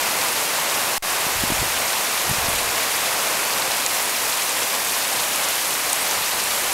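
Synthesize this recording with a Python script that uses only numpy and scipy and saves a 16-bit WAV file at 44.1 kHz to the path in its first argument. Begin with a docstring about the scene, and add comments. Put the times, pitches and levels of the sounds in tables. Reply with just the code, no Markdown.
"""A broad wash of far rain is heard first, with near drops pattering on leaves: a tropical downpour on a
palm beach, under the eaves of a hut, through a hand-held mono camera. Rain is shaped noise plus damped rings.
Fat roof drips are short noise bursts; a brief cut-out has a soft thump at each edge; handling gives dull
bumps over low rumble. As the camera turns towards the hut the wash recedes, the patter comes closer and more
drips are heard; gain control ducks after the loudest smacks."""
import sys
import numpy as np
from scipy import signal
from scipy.fft import rfft, irfft, next_fast_len
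from scipy.io import wavfile
from scipy.ndimage import map_coordinates

SR = 44100
rng = np.random.default_rng(int(sys.argv[2]) if len(sys.argv) > 2 else 0)


def int16_out(signal):
    """Quantize to a 16-bit WAV file."""
    q = np.round(np.clip(np.atleast_2d(signal).T, -1, 1) * 32767)
    wavfile.write(sys.argv[1], SR, q.astype(np.int16))


N = 296793

# relative spectrum of far rain on sand, sea and roofs: f/Hz [Hz], level/dB [dB per Hz]
WASH_SPECTRUM = [(25, -37), (60, -19), (110, -13.5), (290, -7.5), (400, -5.5), (520, -1.5), (680, 0),
                 (1050, 1), (1350, -3), (1800, -3.5), (2500, -3.5), (3200, -9), (7000, -12), (15000, -39)]
# relative spectrum of drops bursting on leaves: f/Hz [Hz], level/dB [dB per Hz]
LEAF_SPECTRUM = [(200, -22), (1000, -3.5), (2500, -0.5), (3200, -1.5), (4200, -1.6), (6000, -2),
                 (9000, -1.3), (12000, -1.5), (13500, -4), (15700, -11)]
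# fattest drips landing close by: t/s [s], level/dB [peak dB, before a common lift and the microphone's
# treble loss], f/Hz [centre Hz of the spray], t60/s [s of decay by 60 dB]
FAT_DRIPS = [(.2845, -13.5, 7700, .016), (2.292, -15.5, 11000, .025), (2.4887, -14, 9500, .035),
             (3.863, -7.5, 6200, .0053), (4.63, -16, 6500, .025), (5.358, -14, 10500, 0.02),
             (5.9292, -7, 8550, 0.014), (5.983, -20, 1600, .05), (6.11, -13.5, 6300, .021)]
# start and end of the cut-out: t/s [s], t/s [s]
GAP_TIMES = (0.981, 1.024)
# bumps on the camera body: t/s [s, middle], level/dB [peak dB], f/Hz [Hz]
BODY_BUMPS = [(1.268, -22.5, 200), (1.438, -14.5, 217), (1.504, -15, 290), (1.522, -15, 220),
              (1.602, -26, 55), (1.62, -19.5, 106), (1.629, -19, 310), (2.299, -21, 135), (2.314, -16, 125),
              (2.386, -26, 110), (2.486, -21, 185)]
# relative spectrum of the handling rumble: f/Hz [Hz], level/dB [dB per Hz]
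RUMBLE_SPECTRUM = [(10, -7), (30, -11), (60, -3.5), (110, -6), (400, -34), (1500, -80)]
# shifts of the grip: t/s [s, start], hold/s [s], level/dB [dB of rumble]
GRIP_SHIFTS = [(1.38, .2, -36.5), (2.29, 0.28, -39.5), (5.98, .75, -55)]

WASH_DB, WASH_TURN_DB = -25.0, -1.6  # facing the beach, change over the turn
PATTER_DB, PATTER_TURN_DB = -24.75, 0.56
SWELL_DB, SWELLS_PER_S = 0.13, 4  # small random swells of the downpour
SURGE_S, SURGE_WIDTH_S, SURGE_DB = 3.26, .12, 0.5  # one brief surge of heavier rain
SHIFT_ATTACK_S, SHIFT_RELEASE_S = 0.047, 0.13  # time constants of the rumble
STILL_HAND_DB = -62  # rumble between the shifts
TURN_S, TURN_LENGTH_S = 3.8, 0.76  # middle and length of the turn from beach to hut
EAVES_PER_S, EAVES_DB, EAVES_T60_S = 4, -14, .012  # lesser drips off the roof edge
EAVES_LOW_HZ, EAVES_HIGH_HZ = 5000, 11000
TOP_HZ = 15750  # upper band limit


def amp(db):
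    """Logarithmic level: decibels to amplitude ratio."""
    return 10 ** (np.asarray(db) / 20)


def unit(x):
    """Normalisation: scale to rms 1."""
    return x / np.sqrt(np.mean(x ** 2) + 1e-20)


def wobble(rate):
    """Slow random modulation: a smooth curve through rate random knots a second."""
    knots = rng.standard_normal(int(N * rate / SR) + 4)
    return map_coordinates(knots, [np.arange(N) * rate / SR])


def filtered(x, response):
    """Linear filtering: the spectrum of x times a response of frequency."""
    size = next_fast_len(N + SR // 2)
    spectrum = rfft(x, size) * response(np.fft.rfftfreq(size, 1 / SR))
    return irfft(spectrum, size)[..., :N]


def coloured(x, points):
    """Spectral shaping: x follows (f/Hz, level/dB) points on a log axis, at rms 1."""
    f, db = np.transpose(points)
    return unit(filtered(x, lambda hz: amp(np.interp(np.log(hz + 1), np.log(f), db))))


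def add(track, s, sound):
    """Superposition: mix a sound into a track from time s."""
    part = track[round(s * SR):][:len(sound)]
    part += sound[:len(part)]


def drops(per_second, low_hz, high_hz, cycles, spread_db):
    """Impact excitation: random tiny damped rings whose sizes differ with distance, at rms 1."""
    draws = rng.random((int(per_second * N / SR), 4))
    when, pitch, reach, phase = draws.T[:, :, None]
    hz = low_hz + (high_hz - low_hz) * pitch
    k = np.arange(SR // 400)
    size = amp(spread_db * np.minimum(-np.log(1 - reach), 5)) * np.sqrt(hz)
    decay = np.exp(-k * hz / SR / cycles)
    rings = size * decay * np.sin(2 * np.pi * (hz * k / SR + phase))
    places = (when * N).astype(int) + k
    return unit(np.bincount(places.ravel(), rings.ravel(), N)[:N])


def downpour():
    """Level modulation of the far rain in dB: small random swells and one surge."""
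    t = np.arange(N) / SR
    surge = SURGE_DB * np.exp(-((t - SURGE_S) / SURGE_WIDTH_S) ** 2)
    return SWELL_DB * wobble(SWELLS_PER_S) + surge


def far_rain():
    """Incoherent summation: distant drops blur into noise; its low patter clumps, with dull taps on fronds."""
    blur = coloured(rng.standard_normal(N), WASH_SPECTRUM) * amp(0.1 * wobble(14))
    low = filtered(blur, lambda hz: 1 / (1 + (hz / 1300) ** 6))
    high = blur - low
    clumped = low * amp(0.79 * wobble(16))
    taps = drops(per_second=800, low_hz=785, high_hz=3060, cycles=1.9, spread_db=2.5)
    return unit(high + clumped + amp(-14.0) * taps)


def leaf_patter():
    """Impulsive excitation of near bushes: ticks over a fine noise spray, arriving in flurries."""
    ticks = drops(per_second=4000, low_hz=1500, high_hz=17000, cycles=1.1, spread_db=3)
    spray = amp(5.0) * rng.standard_normal(N)
    flurries = amp(.35 * wobble(22))
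    return coloured(ticks + spray, LEAF_SPECTRUM) * flurries


def splash(hz, t60, octaves):
    """Transient noise burst of a drop: a spray around hz opens fast and decays exponentially, at peak 1."""
    t = np.arange(SR // 16) / SR
    f = np.fft.rfftfreq(len(t), 1 / SR)
    band = 1 / (1 + (np.log2((f + 1) / hz) / octaves) ** 2)
    spray = unit(irfft(rfft(rng.standard_normal(len(t))) * band, len(t)))
    burst = 1000 ** (-t / t60) * (1 - np.exp(-t / (.08 * t60)))
    smack = spray * burst
    return smack / np.abs(smack).max()


def light_splashes():
    """Random arrivals: many light bursts, with pitch and decay spread evenly in octaves."""
    out = np.zeros(N)
    for when, pitch, size, life in rng.random((int(70 * N / SR), 4)):
        # the square root favours the weaker splashes
        level = amp(-17.5 - 7.4 * np.sqrt(size))
        sound = splash(3000 * 4.4 ** pitch, t60=0.0098 * 8 ** life, octaves=0.35)
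        add(out, when * N / SR, level * sound)
    return out


def roof_drips():
    """Superposed transients: a few fat smacks off the eaves among many lighter splashes."""
    out = eaves_drips() + light_splashes()
    for s, db, hz, t60 in FAT_DRIPS:
        add(out, s, amp(db + 1.5) * splash(hz, t60, octaves=.42))
    # the microphone dulls the top treble of the splashes
    return filtered(out, lambda hz: 1 / np.sqrt(1 + (hz / 12800) ** 14))


def cut_out(x, depth_db, return_db, recover_s, thump_db, thump_hz):
    """Gating: an abrupt drop, then a quick swell back, with a soft thump at each edge."""
    t = np.arange(N) / SR
    start, end = GAP_TIMES
    silent = (t >= start) & (t < end)
    swell = return_db * np.exp(-np.abs(t - end) / recover_s) * (t >= end)
    # a step in the resting level leaks away
    thump = filtered(-amp(thump_db) * silent, lambda hz: 1j * hz / (thump_hz + 1j * hz))
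    return x * amp(depth_db * silent + swell) + thump


def grip():
    """Envelope of the rumble: each shift of the hand rises quickly, holds and decays exponentially."""
    t = np.arange(N) / SR
    strength = amp(STILL_HAND_DB)
    for s, hold, db in GRIP_SHIFTS:
        rise = np.maximum(s - t, 0) / SHIFT_ATTACK_S
        fall = np.maximum(t - s - hold, 0) / SHIFT_RELEASE_S
        strength = np.hypot(strength, amp(db) * np.exp(-rise - fall))
    return strength


def handling():
    """Structure-borne sound: fingers push on the camera, giving short dull bumps over a low rumble."""
    out = grip() * coloured(rng.standard_normal(N), RUMBLE_SPECTRUM)
    t = np.arange(-SR // 25, SR // 25) / SR
    for s, db, hz in BODY_BUMPS:
        # a soft push flexes the case for about one cycle
        flex = np.cos(2 * np.pi * hz * t) * np.exp(-(hz * t / 0.5) ** 2)
        add(out, s + t[0], amp(db) * flex)
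    return out


def turned(s):
    """Orientation of the receiver at time s: 0 facing the beach, 1 facing the hut."""
    return np.clip((s - TURN_S) / TURN_LENGTH_S + .5, 0, 1)


def eaves_drips():
    """Orientation-weighted transients: lesser roof-edge drips grow as the camera turns towards them."""
    out = np.zeros(N)
    for when, pitch in rng.random((int(EAVES_PER_S * N / SR), 2)):
        s = when * N / SR
        hz = EAVES_LOW_HZ + (EAVES_HIGH_HZ - EAVES_LOW_HZ) * pitch
        add(out, s, turned(s) * amp(EAVES_DB) * splash(hz, EAVES_T60_S, octaves=0.72))
    return out


def gain_control(x, threshold_db, slope, release_db_per_s, attack_s):
    """Dynamic compression: peaks lower the gain by a share of their excess; it then climbs back steadily."""
    level_db = 20 * np.log10(np.abs(x).max(axis=0) + 1e-9)
    over = slope * np.maximum(level_db - threshold_db, 0)
    climb = release_db_per_s * np.arange(N) / SR
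    held = np.maximum.accumulate(over + climb) - climb
    pole = np.exp(-1 / (attack_s * SR))
    reduction_db = signal.lfilter([1 - pole], [1, -pole], held)
    return x * amp(-reduction_db)


def scene():
    """Superposition at one microphone: rain and handling, the same in both channels."""
    turn = turned(np.arange(N) / SR)
    wash = far_rain() * amp(WASH_DB + WASH_TURN_DB * turn + downpour())
    patter = leaf_patter() * amp(PATTER_DB + PATTER_TURN_DB * turn)
    mono = wash + patter + roof_drips() + handling()
    return np.array([mono, mono])


def record(dry):
    """Signal chain in series: gain control, the brief gap and the camera's band limit."""
    held = gain_control(dry, threshold_db=-7.5, slope=.7, release_db_per_s=40, attack_s=.003)
    broken = cut_out(held, depth_db=-33, return_db=-6.0, recover_s=0.023, thump_db=-36.5, thump_hz=4.4)
    return filtered(broken, lambda hz: hz < TOP_HZ)


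dry = scene()
out = record(dry)
int16_out(out)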